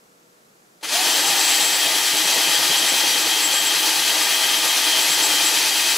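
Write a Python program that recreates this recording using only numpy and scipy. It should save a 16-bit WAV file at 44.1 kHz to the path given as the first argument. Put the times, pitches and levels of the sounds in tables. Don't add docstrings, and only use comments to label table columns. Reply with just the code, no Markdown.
import sys
import numpy as np
from scipy import signal
from scipy.fft import rfft, irfft, next_fast_len
from scipy.io import wavfile
from scipy.ndimage import uniform_filter1d

SR = 44100
rng = np.random.default_rng(int(sys.argv[2]) if len(sys.argv) > 2 else 0)


def generate_wav(sig):
    pcm = np.round(np.clip(np.atleast_2d(sig).T, -1, 1) * 32767).astype(np.int16)
    wavfile.write(sys.argv[1], SR, pcm)


N = 263277
TIME = np.arange(N) / SR
FFT_SIZE = next_fast_len(N + SR)
FREQ = np.arange(FFT_SIZE // 2 + 1) * SR / FFT_SIZE
GEAR_RATIO = 36


def undb(db):
    return 10 ** (np.asarray(db) / 20)


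def unit(x):
    return x / np.sqrt(np.mean(x ** 2))


def curves(table):
    times, *columns = np.transpose(table)
    return [np.interp(TIME, times, column) for column in columns]


def colour(points):
    hz, db = np.transpose(points)
    return undb(np.interp(np.log(FREQ + 1), np.log(hz), db))


def mode(hz, width):
    return 1j * FREQ * width / (hz ** 2 - FREQ ** 2 + 1j * FREQ * width)


def resonances(modes):
    return np.prod([1 + (undb(db) - 1) * mode(hz, width) for hz, width, db in modes], axis=0)


def through(x, response):
    return irfft(rfft(x, FFT_SIZE) * response, FFT_SIZE)[..., :N]


def noise(spectrum):
    return unit(through(rng.standard_normal(N), colour(spectrum)))


def walk(rate_hz):
    hold = max(int(SR / rate_hz), 1)
    steps = np.repeat(rng.standard_normal(N // hold + 1), hold)[:N]
    return unit(uniform_filter1d(steps, hold))


# (frequency [Hz], relative spectral density [dB])
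AIR_MID = [(30, -19), (80, -23), (130, -6), (190, 0.5), (270, -3), (450, -2.5), (650, -6.5), (1000, -11.5),
           (1200, -11), (1800, -14.5), (3000, -17), (7000, -14.5), (11000, -18.5), (15500, -25)]
AIR_SIDE = [(18, -45), (30, -15), (64, -25), (120, -17), (249, -23), (307, -8), (369, -14), (546, -4),
            (639, -11), (1200, -6), (3150, -20), (9190, -23), (15500, -31)]
# (frequency [Hz], relative level [dB])
FAN_HUM = [(204.6, -78), (479.1, -71), (721.4, -84), (1357, -80)]
def room_tone(mid_db=-57, side_db=-58, hum_db=4.5):
    mid = undb(mid_db) * noise(AIR_MID)
    side = undb(side_db) * noise(AIR_SIDE)
    hum = sum(undb(db + hum_db + 1.5 * walk(5.7)) * np.sin(2 * np.pi * hz * TIME) for hz, db in FAN_HUM)
    return np.array([mid + side, mid - side]) + hum


def binding(turns, depth, at):
    return depth * np.cos(2 * np.pi * (turns / GEAR_RATIO - at))


# (time [s], nominal shaft rate [Hz])
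CRUISE = [(1.2, 319.5), (1.6, 319.4), (1.75, 320.4), (2.05, 321.2), (2.25, 320.1), (2.45, 321.1),
          (2.85, 321.0), (3.0, 320.2), (3.2, 321.3), (3.55, 319.4), (3.85, 321.4), (4.7, 321.5),
          (5.05, 320.3), (5.97, 320.7)]
def shaft(trigger_s=.806, run_up_s=.118, sag_hz=0.44, hunt_hz=0.164):
    cruise_hz, = curves(CRUISE)
    hz = cruise_hz * np.tanh(np.maximum(TIME - trigger_s, 0) / run_up_s)
    sag = binding(np.cumsum(hz) / SR, sag_hz, at=.7)
    deviation = (hunt_hz * walk(18) - sag) / cruise_hz
    return np.cumsum(hz * (1 + deviation)) / SR


# (order [multiple of shaft rate], relative level [dB])
SHAFT_ORDERS = [(1, -50), (2.5, -42.5), (4, -48), (5, -45.5), (6.25, -45.5), (7.5, -44.5), (10, -40.5),
                (11.33, -47), (12, -40), (14.6, -42), (18, -40.5), (23, -48), (24, -37), (25, -57),
                (27, -47), (36, -44.5), (37, -47), (48, -41.5)]
# (time [s], gain [dB])
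MESH_STRAIN = [(.92, 1), (.975, 13), (1.02, 6.5), (1.15, -1), (1.3, 10), (1.7, 1.5), (5.97, -5)]
# (frequency [Hz], bandwidth [Hz], gain [dB])
HOUSING_MODES = [(7620, 26, 5), (7670, 12, 10), (7713, 24, -7), (11300, 260, 5)]
# (frequency [Hz], gain [dB])
RADIATION = [(80, -19), (280, 2)]
def whine(turns, mesh_order=2.5, flutter_db=2.5, twist_rad=0.023, comb_db=-53):
    angle = 2 * np.pi * turns + twist_rad * walk(70)
    strain_db, = curves(MESH_STRAIN)
    mesh_db = strain_db + binding(turns, 1.5, at=0.43)
    bind_db = binding(turns, 1.0, at=0.76)
    tones = np.zeros(N)
    for order, db in SHAFT_ORDERS:
        if order == mesh_order:
            tones += undb(db + mesh_db + 2.9 * walk(130)) * np.sin(order * angle + 0.84 * walk(120))
        else:
            tones += undb(db + bind_db + flutter_db * walk(35)) * np.sin(order * angle)
    for order in range(6, 44):
        gain = undb(comb_db + 2 * rng.standard_normal() - order / 10)
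        tones += gain * np.sin(order * angle + rng.uniform(0, 2 * np.pi))
    return np.sqrt(2) * through(tones, resonances(HOUSING_MODES) * colour(RADIATION))


def contacts(turns, count, depth, scatter_db):
    tooth = turns * count
    force = undb(scatter_db * rng.standard_normal(N))[tooth.astype(int)]
    return force * (1 + depth * np.cos(2 * np.pi * tooth)) * rng.standard_normal(N)


# (frequency [Hz], bandwidth [Hz], gain [dB])
BODY_MODES = [(164.2, 18, 11.5), (310.7, 20, 9.5), (644, 22, 7), (786, 22, 1), (862, 76, 10), (1210, 24, 6),
              (1295, 17, 2.5), (1880, 16, 3), (1870, 31, 2), (2124, 53, 3), (2416, 24, 9), (2540, 51, 7),
              (3645, 58, 4), (4087, 80, 6), (4530, 18, 4), (4690, 17, 5.5), (6220, 310, 4)]
# (frequency [Hz], relative spectral density [dB])
RASP = [(300, -55), (900, -15), (1400, -8), (1800, -1.5), (2300, -5), (2800, -1), (3700, -3), (4500, -0.5),
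        (5900, -4), (7000, -6), (10000, -5), (12500, -14), (15500, -17.5)]
RATTLE = [(25, -35), (60, -30), (110, -25), (150, -17.5), (215, -13), (280, -4.5), (400, 1), (600, -1.5),
          (900, 0), (1300, -3.5), (2000, -26), (4000, -42)]
# (time [s], rasp [dB], rattle [dB], rod ring [dB])
LOAD = [(1.0, -22.5, -30.5, -28.5), (1.45, -21, -30, -29.5), (1.95, -23, -30.5, -25.5),
        (2.3, -22, -29.5, -25.5), (2.8, -22, -29.5, -24), (3.1, -22.5, -30.5, -26.5),
        (3.55, -23.8, -31.4, -26.5), (4.15, -22, -30.5, -27.5), (4.4, -23, -32, -27),
        (4.85, -22, -30.5, -25), (5.3, -21.5, -29.5, -26.5), (5.97, -22, -32, -28.9)]
def gears(turns, rasp_trim_db=3.08, rattle_trim_db=-0.5):
    rasp_db, rattle_db, _ = curves(LOAD)
    body = resonances(BODY_MODES)
    teeth = contacts(turns, count=5, depth=0.12, scatter_db=0.57)
    blows = contacts(turns, count=1, depth=0.31, scatter_db=0.65)
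    rasp = unit(through(teeth, colour(RASP) * body))
    rattle = unit(through(blows, colour(RATTLE) * body))
    rasp *= undb(rasp_db + rasp_trim_db + binding(turns, 0.82, at=0.54) + 0.38 * walk(30))
    rattle *= undb(rattle_db + rattle_trim_db + binding(turns, 0.5, at=0.42) + 0.94 * walk(25))
    return rasp + rattle


# (frequency [Hz], bandwidth [Hz], relative gain [dB])
ROD_MODES = [(3060, 17, -6), (3124, 17, 0), (3230, 16, -9), (3247, 19, 1), (3285, 25, -7.5)]
def rod(turns, trim_db=-0.5, wander_db=1.0):
    _, _, ring_db = curves(LOAD)
    chatter = contacts(turns, count=1, depth=0.53, scatter_db=2.0)
    chatter *= undb(0.91 * walk(40) + binding(turns, 0.9, at=0.29))
    response = sum(undb(db) * mode(hz, width) for hz, width, db in ROD_MODES)
    ring = unit(through(chatter, response))
    return ring * undb(ring_db + trim_db + wander_db * walk(10))


# (frequency [Hz], relative spectral density [dB])
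THUMP = [(70, -42), (130, -22), (154, 6.5), (170, 9), (200, -6.5), (260, -37), (600, -60)]
CLATTER = [(150, -34), (250, -10.5), (305, 3.5), (360, -7), (560, 0.5), (750, -10), (2000, -44)]
# (start [s], end [s], phase [turns], thump [dB], clatter [dB])
BOUTS = [(.95, 1.95, 0.5, -50, -35.5), (2.1, 2.75, 0.05, -41, -33.5), (2.75, 3.3, .05, -54, -32.5),
         (3.5, 4.8, 0.51, -51, -42), (4.8, 5.6, 0.43, -50, -43)]
def knocks(turns, rise_s=0.012, scatter_db=0.3):
    thump, clatter = noise(THUMP), noise(CLATTER)
    chuck_turns = turns / GEAR_RATIO
    sound = np.zeros(N)
    for start, end, phase, thump_db, clatter_db in BOUTS:
        timbre = undb(thump_db) * thump + undb(clatter_db) * clatter
        onsets = np.interp(np.arange(int(chuck_turns[-1])) + phase, chuck_turns, TIME)
        for onset in onsets[(onsets > start) & (onsets < end)]:
            age = np.maximum(TIME - onset, 0) / rise_s
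            force = undb(scatter_db * rng.standard_normal())
            sound += force * age * np.exp(1 - age) * timbre
    return sound


def reflections(t60_s):
    tail = rng.standard_normal(N) * undb(-60 * TIME / t60_s) * (TIME > .003)
    return rfft(tail / np.sqrt(np.sum(tail ** 2)), FFT_SIZE)


# (frequency [Hz], left minus right [dB])
PAN = [(900, 0), (1250, 2.5), (1600, 2), (2500, 1), (3000, 3), (4200, 2), (8000, 3), (12000, 3.5),
       (15000, 2)]
# (frequency [Hz], side gain [dB])
WIDTH = [(30, -3), (90, -16), (170, -35), (310, -43), (500, -26.5), (850, -15), (1230, -10), (1900, -17),
         (5000, -13.5), (9000, -12), (14000, -5.5)]
def workshop(drill, wet_db=-12, t60_s=0.16):
    mid = through(drill, 1 + undb(wet_db) * reflections(t60_s))
    side = through(drill, colour(WIDTH) * reflections(t60_s))
    lean = np.sqrt(colour(PAN))
    return np.array([through(mid + side, lean), through(mid - side, 1 / lean)])


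# (time [s], gain [dB])
ONSET = [(0, -90), (.806, -84), (.811, -33), (.825, -29), (.831, -12), (.85, -7), (.868, -11), (.895, -6),
         (.916, -5.5), (.925, -1), (1.0, -.5)]
def scene():
    turns = shaft()
    onset_db, = curves(ONSET)
    drill = whine(turns) + gears(turns) + rod(turns) + knocks(turns)
    return workshop(drill * undb(onset_db)) + room_tone()


# (frequency [Hz], bandwidth [Hz], gain [dB])
PORT_NOTCH = [(9020, 510, -9)]
def record(dry, cutoff_hz=15650):
    notched = through(dry, resonances(PORT_NOTCH))
    low_pass = signal.ellip(12, .2, 80, cutoff_hz, fs=SR, output="sos")
    return signal.sosfilt(low_pass, notched)


dry = scene()
out = record(dry)
generate_wav(out)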